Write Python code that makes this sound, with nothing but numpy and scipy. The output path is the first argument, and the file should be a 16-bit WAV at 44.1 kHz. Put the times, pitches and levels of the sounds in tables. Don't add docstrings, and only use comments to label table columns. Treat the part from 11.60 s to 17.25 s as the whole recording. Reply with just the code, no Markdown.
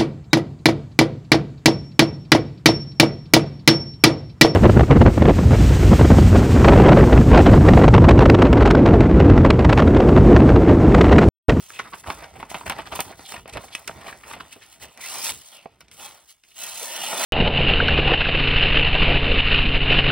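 import sys
import numpy as np
from scipy import signal
from scipy.fft import rfft, irfft, next_fast_len
from scipy.io import wavfile
from scipy.ndimage import uniform_filter1d

SR = 44100
rng = np.random.default_rng(int(sys.argv[2]) if len(sys.argv) > 2 else 0)


def level_to_linear(level):
    exponent = np.asarray(level, float) / 20
    return 10 ** exponent


def log_audio(samples):
    frames = np.atleast_2d(samples).T
    limited = np.clip(frames, -1, 1)
    pcm = np.round(limited * 32767).astype(np.int16)
    wavfile.write(sys.argv[1], SR, pcm)


N = 249163

# time_s, click_spread_db (negative: the rare ones are small),
# smooth_share of rub in the bending (0-1)
GRAIN = [(0, 2, 0.11), (3.35, 1, 0), (3.43, 2, 0.97), (3.62, -4, 0.75), (3.68, -3.5, 0.16),
         (3.76, 1.5, 0.85), (4.05, 0.5, 0.6), (4.2, 3, 0.24), (4.93, -1, 0.23), (5, -6, 0.74),
         (5.55, -1.5, 0.91), (5.65, -2, 0.6)]
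# time_s, high_region_hz, low_region_hz, high_region_db re the rasp
SINGING = [(0.0,3000,800,-23.5), (0.16,2300,1290,-5), (0.4,2530,1110,-14), (0.68,2100,860,-10),
           (1.1,2520,850,-25), (1.45,2950,800,-22), (1.6,4300,800,-5.5), (1.67,3600,900,-1),
           (1.72,2740,980,-2), (2.0,2260,704,-8), (2.3,1970,850,-13), (2.55,1800,1100,-19),
           (2.83,2900,950,-2), (3.38,2500,800,-2), (3.45,2170,1000,-7), (3.51,2390,950,-14),
           (3.62,2520,920,-23), (3.68,2500,920,-19), (3.8,2780,900,-11.5), (3.91,3400,905,-30),
           (3.93,3100,900,0.5), (3.99,2600,850,9), (4.05,2300,780,7), (4.38,3150,900,-10),
           (4.5,3070,894,-9.5), (5.0,2680,1050,-5.5), (5.24,2700,700,-21), (5.39,2940,910,0.5),
           (5.47,2600,850,-1.5), (5.65,3160,800,-19)]


def rubbing():
    # time_s, sliding_db, bending_db
    turning = [(0.0,-48.5,-58.5), (0.08,-50.5,-62.5), (0.14,-46.5,-53.5), (0.23,-57,-52.5),
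               (0.285,-58,-45.5), (0.31,-54,-63), (0.37,-51,-55), (0.425,-59,-60), (0.445,-54,-56),
               (0.5,-46.5,-50.5), (0.6,-52.5,-47), (0.72,-63.5,-52.5), (0.8,-56,-54), (0.88,-63.5,-54.5),
               (0.97,-47,-39), (1.02,-52.5,-57), (1.05,-57,-64), (1.07,-49,-46), (1.15,-56,-40),
               (1.2,-54,-45), (1.24,-59,-50), (1.28,-54,-47), (1.3,-56,-56), (1.33,-48,-35), (1.41,-40,-48),
               (1.46,-47,-47.5), (1.51,-53,-44.5), (1.545,-60,-57.5), (1.58,-57,-61), (1.61,-50,-47.5),
               (1.66,-50.5,-57.5), (1.71,-43.5,-51), (1.78,-52.5,-44), (1.84,-63,-68), (1.88,-76,-44),
               (1.92,-61,-54), (1.97,-60,-45), (2.1,-58,-57), (2.17,-54,-47), (2.265,-55.5,-59),
               (2.29,-53,-55), (2.35,-57.5,-48.5), (2.48,-57.5,-44), (2.62,-57.5,-57), (2.7,-64,-44),
               (2.82,-59,-52.5), (2.89,-59,-56), (3.05,-58,-64.5), (3.2,-61.5,-58.5), (3.24,-65,-46),
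               (3.35,-59,-62), (3.39,-62,-47.5)]
    # time_s, sliding_db, bending_db
    holding = [(3.73,-43.5,-51), (3.794,-47.5,-63), (3.915,-51,-65), (3.925,-47.5,-53), (3.99,-59,-58),
               (4.04,-63,-63), (4.065,-75,-63), (4.124,-72,-65), (4.19,-73,-70.5), (4.3,-81,-65),
               (4.37,-53,-60.5), (4.4,-43.5,-47.5), (4.43,-42,-49), (4.455,-38.5,-48), (4.47,-44,-43),
               (4.485,-47,-51.5), (4.538,-53,-54), (4.63,-60,-61), (4.66,-61,-66), (4.722,-64,-71),
               (4.821,-73.5,-89), (4.86,-62.5,-72), (4.9,-59.5,-73), (4.93,-63,-81)]
    # time_s, tearing_db, bending_db
    cuts = [
        [(3.41, -40.5, -55.5), (3.456, -37.5, -46.5), (3.558, -33.5, -42.5), (3.586, -35.5, -40),
         (3.64, -30.5, -46), (3.656, -29, -39), (3.704, -29.5, -36.5), (3.715, -34, -49)],
        [(4.97, -46, -56), (5.004, -35.5, -50), (5.044, -34, -43), (5.112, -37, -48.5), (5.2, -34, -45.5),
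         (5.23, -33, -43), (5.28, -36.5, -44.5), (5.38, -35, -40), (5.44, -34, -39), (5.506, -33, -35),
         (5.534, -32.5, -29.5), (5.562, -33.5, -36), (5.65, -24.5, -27.5)],
    ]
    smooth_share = along(GRAIN, column=2)
    drag = fibres(6000, 0.55, clump_db=2.6)
    bend = fibres(1200, smooth_share, clump_db=-1.5)
    hands = turning + cuts[0] + holding + cuts[1]
    dragging = np.hypot(level_to_linear(along(hands, column=1)), brushing())
    bending = level_to_linear(along(hands, column=2))
    sound = scrape(drag, dragging) + flex(bend, bending) + rasp(drag, bend, dragging, bending)
    creasing = level_to_linear(-9) * bending * np.sqrt(1 - np.clip(smooth_share, 0, 1))
    return sound + crinkles() * creasing


def fibres(per_s, smooth, clump_db):
    draw, size = rng.random(N), rng.exponential(1, N)
    rub, clump = rng.standard_normal(N), rng.standard_normal(N)
    strength = level_to_linear(along(GRAIN) * np.minimum(size, 5))
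    clicks = (draw < per_s / SR) * np.sign(rub) * strength
    clicks = clicks / np.sqrt(abs(uniform_filter1d(clicks ** 2, 8000)) + 1e-9)
    clumps = level_to_linear(clump_db * drifting(clump, 150))
    share = np.clip(smooth, 0, 1)
    return evened((np.sqrt(1 - share) * clicks + np.sqrt(share) * rub) * clumps)


def scrape(drag, dragging):
    # pitch_hz, level_db
    scrape_colour = [(1500, -42), (3500, -9), (5000, -11.5), (6000, 3), (7500, 5), (9000, 1), (11000, 1),
                     (13000, 0), (15000, -2.5), (16500, 3.5)]
    return evened(colour(patchy(drag, patchy_db=2.0, size=25), scrape_colour)) * dragging


def flex(bend, bending):
    # pitch_hz, level_db
    flex_colour = [(120, -22), (220, -7), (330, -8.5), (480, -7), (600, 0.5), (760, -0.5), (900, -1.5),
                   (1150, -4.5), (1400, -2), (1620, -13), (1850, -4.5), (3000, -22)]
    rustle = evened(colour(patchy(bend, patchy_db=2.5, size=25), flex_colour))
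    low_song = evened(resonate(rustle, along(SINGING, column=2), 520))
    return evened(rustle + 0.28 * low_song) * bending


def rasp(drag, bend, dragging, bending):
    # pitch_hz, level_db
    rasp_colour = [(1000, -9.5), (1650, -15), (2000, -11), (2400, -12.5), (2900, -7), (3500, -5),
                   (3750, -6.5), (4100, -6.5), (4700, -8), (7000, -23)]
    fed = 0.75 * drag + 0.59 * bend
    grain = evened(colour(patchy(fed, patchy_db=2.5, size=25), rasp_colour))
    high_song = evened(resonate(grain, along(SINGING), 480))
    sheet = evened(grain + level_to_linear(along(SINGING, column=3)) * high_song)
    strength = np.hypot(level_to_linear(-3) * dragging, level_to_linear(-7.5) * bending)
    return (sheet + taut(fed)) * strength


def taut(fed):
    # start_s, end_s, start_pitch_hz, end_pitch_hz, level_db re the rasp
    resonances = [(3.4, 3.43, 2420, 2430, -5), (3.431, 3.467, 2040, 2090, 2),
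                  (3.438, 3.52, 2550, 2880, -6.5), (3.483, 3.62, 1190, 1140, -15.5),
                  (3.548, 3.718, 860, 923, -16), (3.524, 3.72, 2430, 2480, -12),
                  (3.55, 3.72, 3040, 3480, -19), (3.456, 3.725, 4800, 4990, -9.5),
                  (3.457, 3.724, 5600, 5580, -6.5), (4.374, 4.5, 800, 835, -8),
                  (4.368, 4.49, 3330, 3230, -6), (4.382, 4.482, 2560, 2600, -9),
                  (4.973, 5.197, 1370, 1370, -22), (4.973, 5.25, 2660, 2700, -13),
                  (4.98, 5.2, 3770, 3670, -18), (5.0, 5.5, 4070, 3990, -17), (5.0, 5.2, 5240, 5150, -21),
                  (5.206, 5.246, 586, 575, -4.5), (5.19, 5.635, 990, 796, -9.5),
                  (5.2, 5.5, 1780, 1800, -8.5), (5.253, 5.65, 2840, 3020, -15),
                  (5.302, 5.65, 3570, 3470, -14), (5.414, 5.65, 2470, 2550, -8.5),
                  (5.447, 5.65, 1450, 1410, -15), (5.253, 5.65, 5840, 5850, -8),
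                  (5.544, 5.65, 3880, 4100, -11)]
    width_hz = 60
    out = np.zeros(N)
    for start, end, hz0, hz1, db in resonances:
        part = fed[round(start * SR):round(end * SR)]
        hz = np.linspace(hz0, hz1, len(part))
        ring = resonate(part, hz, width_hz)
        ring = evened(resonate(ring, hz, 2 * width_hz))
        add(out, start, level_to_linear(db) * ring * signal.windows.tukey(len(part), .5))
    return out


def brushing():
    # peak_s, length_s, level_db
    brushes = [(0.398, 0.062, -48.5), (0.911, 0.057, -41.5), (1.071, 0.046, -40.5), (2.037, 0.14, -50.5),
               (2.492, 0.13, -50), (2.701, 0.13, -46), (2.742, 0.064, -52), (2.925, 0.05, -50),
               (3.133, 0.096, -52.5), (3.231, 0.085, -42.5), (4.337, 0.063, -49.5), (4.702, 0.084, -49)]
    out = np.zeros(N)
    for s, length, db in brushes:
        add(out, s - length / 2, level_to_linear(db) * np.hanning(round(length * SR)))
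    return out


def crinkles():
    # pitch_hz, level_db
    crinkle_colour = [(300, -20), (800, -6), (1500, -0.5), (3000, -8), (5000, -16), (9000, -19)]
    per_s, spread_db, t60_s = 160, 9.5, 0.018
    draw, size, t = rng.random(N), rng.exponential(1, N), np.arange(1500) / SR
    ticks = (draw < per_s / SR) * level_to_linear(spread_db * np.minimum(size, 3.5))
    shapes = rng.standard_normal((6, len(t))) * level_to_linear(-60 * t / t60_s)
    kind = rng.integers(0, len(shapes), N)
    out = np.zeros(N)
    for k, shape in enumerate(shapes):
        out += signal.oaconvolve(ticks * (kind == k), shape)[:N]
    return evened(colour(out, crinkle_colour))


def snaps():
    out, t, singing = np.zeros(N), np.arange(6000) / SR, along(SINGING)
    events = bursts()
    noise = rng.standard_normal((len(events), 3, len(t)))
    for (s, peak_db, hz, crack_db, rise, t60), (a, b, c) in zip(events, noise):
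        rattle = level_to_linear(3.8 * evened(uniform_filter1d(c, 40)))
        spread = level_to_linear(min(0.46 * crack_db + 7.0, 3))
        high = around(b * rattle, singing[round(s * SR)], 1.186)
        wide = around(c * rattle, 1.34 * hz, 2.72) + 0.44 * high
        ring = around(a * rattle, hz, 1.535) + .5 * around(a, hz, 1.09) + spread * wide
        ring = shaped(ring, t, rise, t60)
        crack = shaped(bandpass(b * rattle, 4600, 15500, order=2), t, rise, 0.25 * t60) * level_to_linear(crack_db)
        thump = shaped(bandpass(c, 140, 480, order=2), t, rise, 1.44 * t60)
        thump = thump * level_to_linear(-9.5) * 700 / hz
        add(out, s - rise, level_to_linear(peak_db) * (ring + crack + thump))
    return out


def bursts():
    # peak_s, level_db, ring_hz, crack_db, t60_s
    sharp = [(0.1037, -32, 1550, -55, 0.015), (0.438, -43.5, 1700, -45, 0.03),
             (0.2014, -25.5, 1500, -28, 0.034), (0.1912, -26, 2070, -36, 0.027),
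             (0.5019, -19, 1100, -17.5, 0.036), (0.829, -25.5, 895, -41, 0.04),
             (0.9141, -29.5, 740, -31, 0.027), (0.945, -21.5, 830, -18, 0.049),
             (1.0093, -34.5, 950, -32, 0.12), (1.0979, -19, 850, -3, 0.052),
             (1.392, -18.5, 786, -26, 0.041), (1.4052, -22.5, 840, 8.5, 0.037),
             (1.5943, -35, 514, -13, 0.021), (1.858, -31.5, 706, -26, 0.01), (1.879, -40, 650, 0.5, 0.077),
             (1.9716, -24.5, 900, -12, 0.026), (1.9769, -27, 680, -16, 0.02),
             (2.1513, -19, 2540, -11, 0.022), (2.2773, -26.5, 2100, 6, 0.018),
             (2.2798, -26, 1830, -25, 0.036), (2.4687, -35, 2300, -35, 0.032),
             (2.6357, -38.5, 1830, -46, 0.065), (2.7122, -28.5, 1180, -27, 0.024),
             (3.3755, -40.5, 2320, 2, 0.028), (3.407, -43, 2200, -24, 0.15),
             (4.0588, -26.5, 620, -35, 0.018), (4.2072, -41.5, 1450, -2, 0.057),
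             (4.283, -49, 2400, -17, 0.039), (4.314, -45, 2080, -1.5, 0.093), (4.837, -49, 2200, -16, 0.06)]
    # peak_s, level_db, ring_hz, crack_db, rise_s, t60_s
    crumples = [(0.1351, -42.5, 2600, -27, 0.0063, 0.64), (0.198, -20, 1436, -42, 0.0066, 0.019),
                (0.254, -42, 1250, -65, 0.017, 0.17), (0.341, -30, 1134, -36, 0.023, 0.071),
                (0.444, -40.5, 1090, -54, 0.011, 0.1), (0.465, -35, 940, -39, 0.011, .06),
                (0.476, -31, 890, -15, 0.013, 0.073), (0.485, -30.5, 700, -34, 0.0088, 0.046),
                (0.4979, -32, 880, -29, 0.013, 0.22), (0.6258, -37, 675, -13, .015, 0.1),
                (0.6436, -36.5, 1600, -20, .015, 0.045), (0.762, -38.5, 765, -13.5, .012, 0.057),
                (0.8015, -38, 820, -12, .015, 0.23), (0.903, -37, 2320, -2, 0.006, 0.076),
                (1.0657, -28, 660, -12, 0.011, 0.078), (1.0818, -33.5, 1580, -17, 0.012, 0.016),
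                (1.123, -28.5, 1030, -15, 0.011, 0.058), (1.1915, -28.5, 870, -19, 0.023, 0.13),
                (1.2738, -36.5, 1200, -13.5, 0.023, 0.039), (1.3239, -27.5, 906, -15.5, 0.0099, 0.069),
                (1.3597, -29, 965, 1.5, 0.013, 0.062), (1.48, -43, 905, -31, .01, 0.054),
                (1.5055, -38.5, 734, -37, .008, 0.1), (1.525, -43, 1520, -46, .015, 0.1),
                (1.661, -40, 3300, -52, .015, 0.078), (1.692, -39.5, 1800, -4, 0.0041, 0.038),
                (1.7205, -31.5, 1270, -3.5, .004, 0.047), (1.7419, -30.5, 710, -15, 0.0062, 0.075),
                (1.764, -31.5, 1790, -30, .005, 0.031), (1.8982, -38.5, 3020, -19, 0.014, 0.016),
                (1.936, -36, 2530, -12, 0.014, 0.075), (1.944, -39, 640, -16, 0.0058, 0.013),
                (1.9605, -31, 614, -22, .015, 0.084), (2.0457, -39, 724, -32, .015, 0.038),
                (2.0894, -44.5, 2290, -18, 0.012, 0.028), (2.14, -39, 3270, -28, 0.039, 0.13),
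                (2.1994, -51.5, 1070, 8, .015, 0.022), (2.296, -27, 780, -46, 0.0097, 0.019),
                (2.3144, -38, 990, -24, .012, 0.024), (2.415, -41.5, 940, -7.5, 0.014, 0.06),
                (2.4505, -41.5, 736, -13, 0.014, 0.35), (2.482, -33, 1140, -20, 0.0041, 0.082),
                (2.49, -37, 1760, -37, 0.0058, 0.087), (2.527, -33, 1670, -62, 0.0031, 0.043),
                (2.736, -32.5, 880, -10, 0.0043, 0.083), (2.7713, -38.5, 710, -22, .015, 0.063),
                (2.8083, -30.5, 1060, -20, 0.013, 0.032), (2.9323, -39, 2700, -13, 0.021, 0.056),
                (2.966, -42.5, 430, -11, 0.01, 0.046), (3.0208, -47, 1840, -10, .015, 0.3),
                (3.2246, -41.5, 2050, -17, .012, 0.12), (3.444, -41, 2420, -33, .01, 0.22),
                (4.249, -59.5, 2000, -12, 0.0069, 0.052), (4.917, -51.5, 2800, -29, .015, 0.041)]
    # peak_s, level_db
    rips = [(3.612, -44), (3.635, -37), (3.644, -38), (3.652, -31), (3.659, -28), (3.6683, -24.5),
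            (3.681, -48), (3.694, -22), (3.702, -24), (3.721, -30), (5.449, -34), (5.49, -36), (5.607, -29),
            (5.625, -38), (5.632, -22.5), (5.638, -27), (5.6414, -25), (5.6445, -29)]
    sharp_rise_s = 0.001344
    rip_hz, rip_crack_db, rip_rise_s, rip_t60_s = 2600, -3, 0.003, 0.012
    snapped = [(*row[:4], sharp_rise_s, row[4]) for row in sharp]
    ripped = [(s, db, rip_hz, rip_crack_db, rip_rise_s, rip_t60_s) for s, db in rips]
    return snapped + crumples + ripped


def shaped(x, t, rise, t60):
    fade = level_to_linear(-60 * np.maximum(t - rise, 0) / t60) * np.minimum(t / rise, 1) ** 1.57
    return x * fade * np.linalg.norm(fade) / np.linalg.norm(x * fade)


def flaps():
    # peak_s, level_db (rms at the peak), pitch_hz
    flap_rows = [(0.488, -32.5, 85), (1.084, -37.5, 84.5), (1.335, -40.5, 75), (1.959, -43.5, 80),
                 (1.986, -40, 97), (3.725, -53, 65)]
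    cycles = 2.78
    out = np.zeros(N)
    for s, db, hz in flap_rows:
        t = np.arange(0, cycles / hz, 1 / SR)
        wave = np.hanning(len(t)) * np.sin(2 * np.pi * hz * t)
        add(out, s - t[-1] / 2, np.sqrt(2) * level_to_linear(db) * wave)
    return out


def fanned_air():
    # pitch_hz, level_db
    air_colour = [(20, -60), (40, -18), (58, -5.5), (95, -9.5), (150, -11), (260, -17.5), (500, -16.5)]
    # time_s, level_db
    fanning = [(0.0,-52.5), (0.1,-70), (0.2,-55.5), (0.43,-60.5), (0.485,-50), (0.56,-52), (0.62,-50),
               (0.69,-59), (0.8,-46), (0.89,-58), (0.96,-45), (1.0,-56), (1.07,-50.5), (1.4,-48.5),
               (1.57,-56), (1.61,-50), (1.68,-69), (1.78,-47), (1.9,-56.5), (1.97,-42), (2.04,-52.5),
               (2.14,-63.5), (2.37,-46.5), (2.6,-60.5), (2.72,-53), (2.82,-50.5), (2.9,-64), (3.19,-65.5),
               (3.24,-50.5), (3.34,-64), (3.66,-62.5), (3.72,-46.5), (3.88,-78), (4.07,-63), (4.28,-65),
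               (4.32,-62), (4.5,-65), (4.8,-82), (5.0,-69.5), (5.3,-73), (5.65,-72)]
    lumps = level_to_linear(2. * drifting(rng.standard_normal(N), 900))
    return evened(colour(rng.standard_normal(N) * lumps, air_colour)) * level_to_linear(along(fanning))


def faint_hush():
    points = [(30, 24), (100, -33), (1000, -4.0), (16000, -21.0)]  # pitch_hz, level_db
    return level_to_linear(-82) * evened(colour(rng.standard_normal(N), points))


def room(x):
    t60_s = 0.094
    at = np.arange(300, 15000, 22)
    taps = np.zeros(15022)
    signs = rng.choice([-1., 1.], len(at))
    taps[at + rng.integers(0, 22, len(at))] = signs * level_to_linear(-60 * at / SR / t60_s)
    return signal.oaconvolve(x, taps / np.linalg.norm(taps))[:N]


def stereo(x):
    # pitch_hz, left_lead_rad, left_minus_right_db, likeness (0-1)
    difference = [(0, 0, 0, .985), (100, 0, -1, .92), (200, 0, -3.5, .78), (280, 0, -4.5, .8),
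                  (600, 0.1, -2, .84), (1100, .2, -1.5, .72), (1400, -.5, -.5, .45), (1700, 1.1, .5, .55),
                  (2150, 0, .3, .99), (2500, -.1, 0, .99), (3200, -.8, -.5, .82), (5000, -1, -2.5, .7),
                  (5600, 2.1, -3, .6), (6400, 2.3, -2, .8), (6900, np.pi, 0, .98), (7150, np.pi, 0, .98),
                  (7900, 4.7, 0, .9), (9000, 2 * np.pi, 0, 1), (10000, 2 * np.pi, 0, 1),
                  (11800, 8.6, 0, .9), (12200, 3 * np.pi, 0, 1), (13050, 3 * np.pi, 0, 1),
                  (13300, 10.1, 0, .9), (15300, 4 * np.pi, 0, 1)]
    size = next_fast_len(N + 8192)
    hz = np.fft.rfftfreq(size, 1 / SR)
    f, lead, tilt_db, same = np.transpose(difference)
    lead, tilt_db = np.interp(hz, f, lead), np.interp(hz, f, tilt_db)
    same = np.interp(hz, f, np.clip(same, 0, 1))
    shared = rfft(x, size) * np.sqrt((1 + same) / 2)
    apart = rfft(patchy(x, patchy_db=3.5, size=150, turns=1.55), size) * np.sqrt((1 - same) / 2)
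    side = np.array([[1], [-1]])
    pair = (shared + side * apart) * np.exp(.5j * side * lead) * level_to_linear(side * tilt_db / 2)
    return swayed(irfft(pair, size)[:, :N])


def swayed(pair):
    sway_rad, full_hz = .24, 5000
    hz, _, z = signal.stft(pair, SR, nperseg=512)
    field = rng.standard_normal(z.shape[:0:-1]).T
    field = evened(uniform_filter1d(uniform_filter1d(field, size=16, axis=0), size=10, axis=1))
    turn = sway_rad * np.minimum(hz / full_hz, 1)[:, None] * field
    return signal.istft(z * np.exp(.5j * np.array([turn, -turn])), nperseg=512)[1][:, :N]


def evened(x):
    return x / np.sqrt(np.mean(x ** 2) + 1e-20)


def along(rows, column=1):
    rows = np.array(rows)
    return np.interp(np.arange(N) / SR, rows[:, 0], rows[:, column])


def add(mix, s, sound):
    part = mix[round(s * SR):][:len(sound)]
    part += sound[:len(part)]


def drifting(noise, size):
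    return evened(uniform_filter1d(uniform_filter1d(noise, size), size))


def bandpass(x, low_hz, high_hz, order):
    return signal.sosfilt(signal.butter(order, [low_hz, high_hz], "band", fs=SR, output="sos"), x)


def around(x, hz, ratio):
    return evened(bandpass(x, hz / ratio, hz * ratio, order=3))


def colour(x, points):
    f, db = np.transpose(points)
    hz = abs(np.fft.fftfreq(4096, 1 / SR))
    log_gain = np.log(level_to_linear(np.interp(np.log(hz + 1), np.log(f + 1), db, -90, -60)))
    taps = np.fft.ifft(np.exp(np.conj(signal.hilbert(log_gain)))).real[:2048]
    return signal.oaconvolve(x, taps / np.linalg.norm(taps))[:len(x)]


def patchy(x, patchy_db, size, turns=0):
    z = signal.stft(x, nperseg=384, noverlap=288)[2]
    field = rng.standard_normal(z.shape[::-1]).T
    field = evened(uniform_filter1d(uniform_filter1d(field, 2, 0), size, 1))
    z = z * level_to_linear(patchy_db * field) * np.exp(2j * np.pi * turns * field)
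    return signal.istft(z, nperseg=384, noverlap=288)[1][:N]


def resonate(x, hz, width):
    turn, r = np.exp(2j * np.pi * np.cumsum(hz) / SR), np.exp(-np.pi * width / SR)
    return 2 * (turn * signal.lfilter([1 - r], [1, -r], x / turn)).real


def scene():
    paper = rubbing() + snaps()
    reflected = level_to_linear(-13) * room(paper)
    return stereo(paper + reflected + fanned_air() + flaps() + faint_hush())


def roll_off(x):
    return signal.sosfilt(signal.butter(12, 17080, fs=SR, output="sos"), x)


def record(dry):
    lowpass = signal.firwin(767, 15800, window=("kaiser", 9), fs=SR)
    finished = signal.oaconvolve(dry, lowpass[None], "same")
    return roll_off(finished)


dry = scene()
out = record(dry)
log_audio(out)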